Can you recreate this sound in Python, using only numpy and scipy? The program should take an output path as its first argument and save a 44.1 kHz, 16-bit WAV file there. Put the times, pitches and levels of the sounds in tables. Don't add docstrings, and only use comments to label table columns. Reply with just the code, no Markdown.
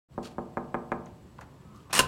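import sys
import numpy as np
from scipy import signal
from scipy.fft import rfft, irfft
from scipy.io import wavfile
from scipy.ndimage import uniform_filter1d

SR = 44100
rng = np.random.default_rng(int(sys.argv[2]) if len(sys.argv) > 2 else 0)


def invert_db(level):
    return 10 ** (np.asarray(level, dtype=float) / 20)


def to_wav(s):
    ch = np.atleast_2d(s).T
    pcm = np.round(np.clip(ch, -1, 1) * 32767)
    wavfile.write(sys.argv[1], SR, pcm.astype(np.int16))


N = 91375


def evened(x):
    return x / np.sqrt(np.mean(x ** 2) + 1e-20)


def read(points, hz):
    f, value = np.transpose(points)
    return np.interp(np.log(hz + 1), np.log(f + 1), value)


def add(mix, start_s, sound):
    part = mix[round(start_s * SR):][:len(sound)]
    part += sound[:len(part)]


def coloured(x, points):
    hz = np.fft.rfftfreq(len(x), 1 / SR)
    return irfft(rfft(x) * invert_db(read(points, hz)) * (hz / (hz + 12)) ** 4, len(x))


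def curve(rows, column=1):
    rows = np.array(rows, float)
    return np.interp(np.arange(N) / SR, rows[:, 0], rows[:, column], -150, -150)


def resonate(x, hz, width_hz):
    turn = np.exp(2j * np.pi * np.cumsum(hz * np.ones(len(x))) / SR)
    r = np.exp(-np.pi * abs(width_hz) / SR)
    return 2 * (turn * signal.lfilter([1 - r], [1, -r], x / turn)).real


def modes(table, count=1, spread=0.):
    t = np.arange(SR // 2) / SR
    out = np.zeros(len(t))
    for hz, db, t60_s in table:
        for k in range(count):
            detune = 1 + spread * (k > 0) * rng.standard_normal()
            out += invert_db(db - 60 * t / t60_s) * np.sin(2 * np.pi * hz * detune * t + 6 * rng.random())
    return out / np.sqrt(count)


# frequency in Hz, level in dB.
VENTILATION = [(15, -42), (25, -12), (64, 1), (153, 0), (545, -16.5), (887, -21.5), (1160, -21.5),
               (1290, -26), (16000, -47)]
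# frequency in Hz, width in Hz, level in dB.
DRONES = [(76.1, 7.5, -61), (137, 28, -59), (308, 29, -73), (356.6, 24, -68.5), (517, 1.6, -75.5),
          (2930, 31, -85.5), (4370, 55, -88), (7180, 21, -85), (7850, 22, -82.5)]


def hum():
    out = invert_db(-53) * evened(coloured(rng.standard_normal(N), VENTILATION))
    for hz, width_hz, db in DRONES:
        narrow = resonate(rng.standard_normal(N), hz, width_hz)
        out += invert_db(db) * evened(resonate(narrow, hz, 3 * width_hz))
    return out


# frequency in Hz, t60 in seconds.
CORRIDOR = [(100, 1), (260, 0.39), (700, 0.7), (1800, 0.29), (4000, 0.25), (10000, 0.18)]


def corridor(x):
    first_wall_s = 0.0062
    taps, at = np.zeros(SR), np.arange(0, SR - 20, 20)
    taps[at + rng.integers(0, 20, len(at))] = rng.choice([-1., 1.], len(at))
    taps *= np.clip(np.arange(SR) / SR / first_wall_s - .5, 0, 1)
    hz, t, z = signal.stft(taps, SR, nperseg=256)
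    decay = invert_db(-60 * t / read(CORRIDOR, hz)[:, None])
    tail = signal.istft(z * decay, SR, nperseg=256)[1]
    return signal.fftconvolve(x, tail / np.linalg.norm(tail))[:N]


# time in seconds, level in dB.
BRUSH = [
    (.222, -85),
    (.229, -56),
    (.248, -51),
    (.256, -47.5),
    (.275, -52.5),
    (.29, -65),
    (.33, -63),
]
# frequency in Hz, level in dB.
CLOTH = [(710, -25), (1200, -4.5), (1540, -5.5), (2020, -11.5), (2250, -6.5), (4360, -10.5), (8000, -14),
         (16000, -33)]


def sleeve():
    clumps = evened(uniform_filter1d(rng.standard_normal(N), size=120))
    grit_db = 2 * np.minimum(rng.exponential(1, N), 5) + 2.2 * clumps
    grit = rng.standard_normal(N) * invert_db(grit_db)
    rustle = evened(coloured(grit, CLOTH)) + 0.16 * evened(resonate(grit, 4300, 500))
    return evened(rustle) * invert_db(curve(BRUSH))


# start in seconds, level in dB, centre in Hz, width in Hz, t60 in seconds.
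TICKS = [(.2288, -54, 6500, 3000, .02), (.2443, -49, 4400, 400, .03), (.2505, -52, 5500, 600, .02),
         (.254, -52, 7000, 2500, .015), (.2542, -49, 3100, 500, .03), (.2545, -44, 1560, 300, .03),
         (1.0592, -52, 6460, 1500, 0.015), (1.064, -53, 1450, 1800, 0.064), (1.384, -58, 3000, 2500, 0.03),
         (1.3845, -48, 1550, 400, 0.04), (1.3888, -39, 904, 400, 0.03), (1.389, -39, 560, 150, 0.07),
         (1.409, -53, 6000, 5830, 0.041), (1.411, -45, 1500, 1300, 0.07), (1.4165, -47, 900, 900, .1),
         (1.746, -68, 4370, 6000, 1), (1.760, -60, 4660, 3000, 0.039), (1.760, -63, 12000, 6000, .012),
         (1.7765, -59, 9000, 9100, 0.01), (1.802, -60, 3050, 500, 0.034), (1.897, -47.5, 830, 1350, 0.24),
         (1.906, -56.5, 5960, 3000, 0.067), (1.907, -46.5, 2600, 1460, 0.09)]


def ticks():
    out, t = np.zeros(N), np.arange(5000) / SR
    for start_s, db, hz, width_hz, t60_s in TICKS:
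        band = resonate(resonate(rng.standard_normal(5000), hz, width_hz), hz, width_hz)
        add(out, start_s, evened(band) * invert_db(db - 60 * t / t60_s) * np.minimum(t / .0008, 1))
    return out


# time in seconds, pitch in Hz, level in dB.
CREAK = [
    (1.42, 940, -71),
    (1.53, 945, -74),
    (1.62, 936, -64.5),
    (1.70, 1030, -69),
    (1.76, 1210, -57.5),
    (1.83, 1180, -68.5),
    (1.89, 1040, -60.5),
]


def creak():
    hz = np.maximum(curve(CREAK), 800)
    whistle = resonate(resonate(rng.standard_normal(N), hz, 380), hz, 180)
    return evened(whistle) * invert_db(curve(CREAK, column=2))


# centre in seconds, half length in seconds, pitch in Hz, level in
# dB.
SQUEAKS = [
    (1.695, .045, 1288, -64),
    (1.53, .06, 880, -66),
    (1.62, .05, 1742, -73),
    (1.70, .06, 212, -55),
    (1.73, .04, 1035, -67),
]


def squeaks():
    out, t = np.zeros(N), np.arange(N) / SR
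    for centre_s, half_s, hz, db in SQUEAKS:
        waver = uniform_filter1d(rng.standard_normal(N), size=900)
        tone = np.sin(2 * np.pi * np.cumsum(hz * (1 + 0.15 * waver)) / SR)
        out += invert_db(db + 2.5) * tone * np.exp(-((t - centre_s) / half_s) ** 2)
    return out


# extra delay in ms, travel at 1 kHz in ms, level in dB.
PATHS = [(0, 2.3, 0), (2.0, 2.3, -14), (4.2, 2.0, -11), (7.1, 1.58, -2), (10.0, 1.7, -7)]
# frequency in Hz, level in dB.
LEAF = [(40, -21), (110, -4.5), (270, -1.5), (600, -4.5), (1200, -1.5), (2300, -8.5), (3600, -31),
        (6000, -57)]
# frequency in Hz, level in dB, t60 in seconds.
DOOR = [(145, -11, 0.27), (187.1, -15, 1), (243.2, -4, 0.36), (348.1, -7.5, 0.46), (347, -4.5, 0.093),
        (427.4, -4, 0.23), (463, -14, 0.5), (555.7, -8.5, 0.18), (669.4, -13, 0.27), (745.7, 4.5, 0.084),
        (816, -5, 0.15), (1072, -23, 0.061), (1203, -1.5, 0.094), (1294, 2.5, 0.061)]


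def leaf():
    hz, t = np.fft.rfftfreq(SR // 2, 1 / SR), np.arange(SR // 2) / SR
    arrivals = 0
    for delay_ms, travel_ms, db in PATHS:
        lag_ms_hz = hz * delay_ms + 2 * travel_ms * np.sqrt(1000 * hz)
        loss_db = -.2 * delay_ms * hz / 1000
        arrivals = arrivals + invert_db(db + loss_db) * np.exp(-2j * np.pi * lag_ms_hz / 1000)
    wave = irfft(arrivals * invert_db(read(LEAF, hz)), SR // 2) * (t < .06)
    noise = np.diff(rng.standard_normal(len(t) + 1))
    scatter = evened(coloured(noise, LEAF)) * invert_db(-6 - 60 * t / 0.04)
    ring = (invert_db(-11.5) * modes(DOOR) + scatter) * np.clip((t - .002) / 0.0012, 0, 1)
    return invert_db(2.5) * wave / abs(wave).max() + ring


def blow(body, contact_ms):
    bone_share = 0.041
    u = np.arange(-88, 89) / (SR * contact_ms / 4000)
    flesh, bone = np.exp(-.5 * u ** 2), np.exp(-2 * u ** 2)
    push = (1 - bone_share) * flesh / flesh.sum() + bone_share * bone / bone.sum()
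    return signal.oaconvolve(body, push)[88:]


# start in seconds, peak in dB, knuckle contact in ms.
KNOCKS = [
    (0.178, -19.5, 0.86),
    (0.382, -20, 0.78),
    (0.5705, -19, 0.55),
    (0.7431, -18.5, 0.48),
    (.9180, -18.5, 0.41),
]


def knocks(body):
    out, t = np.zeros(N), np.arange(900) / SR
    for start_s, db, contact_ms in KNOCKS:
        add(out, start_s - .0008, invert_db(db) * blow(body, contact_ms))
        hiss = rng.standard_normal((2, 900))
        skin = evened(resonate(resonate(hiss[0], 2850, 920), 2900, 1100))
        skin = skin + invert_db(-5) * evened(resonate(hiss[1], 6800, 2700)) + invert_db(-18) * hiss[1]
        add(out, start_s, invert_db(db - 17.5 - 60 * t / 0.025 - 33.0 * contact_ms) * skin)
    return out


# frequency in Hz, level in dB, t60 in seconds.
LOCK = [(1000, -2.5, 0.048), (1047, -9, 0.15), (1234, -0.5, 0.028), (1527, -1, .045), (1765, -12, 0.053),
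        (2815, 4.5, 0.028), (2573, -2.5, 0.016), (3200, -13, 0.0084), (4250, -23, 0.03),
        (5360, -2.5, 0.018), (7100, -20, .025), (8080, -2, 0.031), (8540, 4, 0.02), (9540, -7, 0.015)]


def struck(part_hz):
    db_per_octave = 10
    return [(hz, db - db_per_octave * abs(np.log2(hz / part_hz)), t60_s) for hz, db, t60_s in LOCK]


# frequency in Hz, level in dB.
STEEL = [(88, -40), (150, 0), (1040, 0), (1450, -1.5), (1760, 2), (2180, -2), (2870, -3.5), (9630, -6),
         (16000, -24.5)]


def steel_noise():
    return evened(coloured(rng.standard_normal(4000), STEEL))


# time in seconds, force in dB.
SCRAPE = [
    (1.9265, -52),
    (1.929, -26.5),
    (1.945, -25.5),
    (1.96, -26.5),
    (1.975, -23.5),
    (1.99, -25.5),
    (2.0, -25.5),
]


def scrape():
    slips_per_s, spread_db = 12000, 2
    metal = modes(LOCK, count=3, spread=0.024)
    slips = (rng.random(N) < slips_per_s / SR) * rng.standard_normal(N)
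    slips = evened(slips * invert_db(spread_db * np.minimum(rng.exponential(1, N), 4)))
    force = slips * invert_db(curve(SCRAPE))
    direct = coloured(force, STEEL) / np.sqrt(np.mean(coloured(slips, STEEL) ** 2))
    ring = signal.oaconvolve(force, metal / np.linalg.norm(metal))[:N]
    return invert_db(-4.0) * direct + invert_db(-6) * ring


# start in seconds, level in dB, part struck in Hz.
CATCHES = [(1.9293, -21.5, 2860), (1.9312, -19.5, 1000), (1.939, -21.5, 1700), (1.951, -18.5, 4170),
           (1.9561, -24, 1770), (1.9582, -22.5, 2900), (1.9624, -19, 2900), (1.9682, -25, 3000),
           (1.9782, -30, 4200), (1.9795, -17.5, 3200)]


def catches():
    out, t = np.zeros(N), np.arange(4000) / SR
    for start_s, db, part_hz in CATCHES:
        ring = modes(struck(part_hz), count=2, spread=0.013)[:4000]
        add(out, start_s, invert_db(db - 3.5 - 60 * t / 0.021) * ring)
        crack = np.minimum(t / 0.00028, 1) * steel_noise()
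        add(out, start_s, invert_db(db - 2.5 - 60 * t / 0.022) * crack)
    return out


# start in seconds, level in dB, part struck in Hz.
SLAM = [
    (1.991, -3, 2820),
    (1.9925, -4.5, 1380),
    (1.9950, -7.5, 1140),
    (1.9984, -10, 2830),
    (2.002, -18.5, 1400),
    (2.0055, -9, 700),
]


def slam(body):
    out, t = np.zeros(N), np.arange(4000) / SR
    ring_rise = np.minimum(np.arange(SR // 2) / 62.0, 1)
    for start_s, db, part_hz in SLAM:
        ring = modes(struck(part_hz), count=2, spread=0.015) * ring_rise
        add(out, start_s, invert_db(db - 7.5) * ring)
        add(out, start_s, invert_db(db - 10 - 60 * t / 0.016) * steel_noise())
        add(out, start_s, invert_db(db - 11.5) * blow(body, 1.83))
    hit_s = SLAM[0][0]
    add(out, hit_s, invert_db(-18.5 - 60 * t / 0.095) * steel_noise())
    shudder = np.sin(2 * np.pi * 80 * t) + 0.89 * np.sin(2 * np.pi * 150 * t)
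    add(out, hit_s, invert_db(-39) * np.minimum(t / 0.0065, 1) * shudder)
    return out


def scene():
    body = leaf()
    raps = knocks(body)
    lock = scrape() + catches() + slam(body)
    small = ticks() + sleeve() + creak() + squeaks()
    wet = corridor(raps + invert_db(-1.5) * lock + invert_db(0.5) * small)
    return (raps + lock + small + invert_db(-11.5) * wet + hum())[None]


def low_pass(x):
    return signal.sosfilt(signal.butter(12, 16630, fs=SR, output="sos"), x)


def record(dry):
    fade_start_s, fade_s = 0.084, 0.053
    fade = np.clip((np.arange(N) / SR - fade_start_s) / fade_s, 0, 1) ** 0.88
    edge = signal.firwin(255, 16100, window=("kaiser", 8), fs=SR)
    mix = signal.oaconvolve(dry * fade, edge[None], "same")
    return low_pass(mix)


dry = scene()
out = record(dry)
to_wav(out)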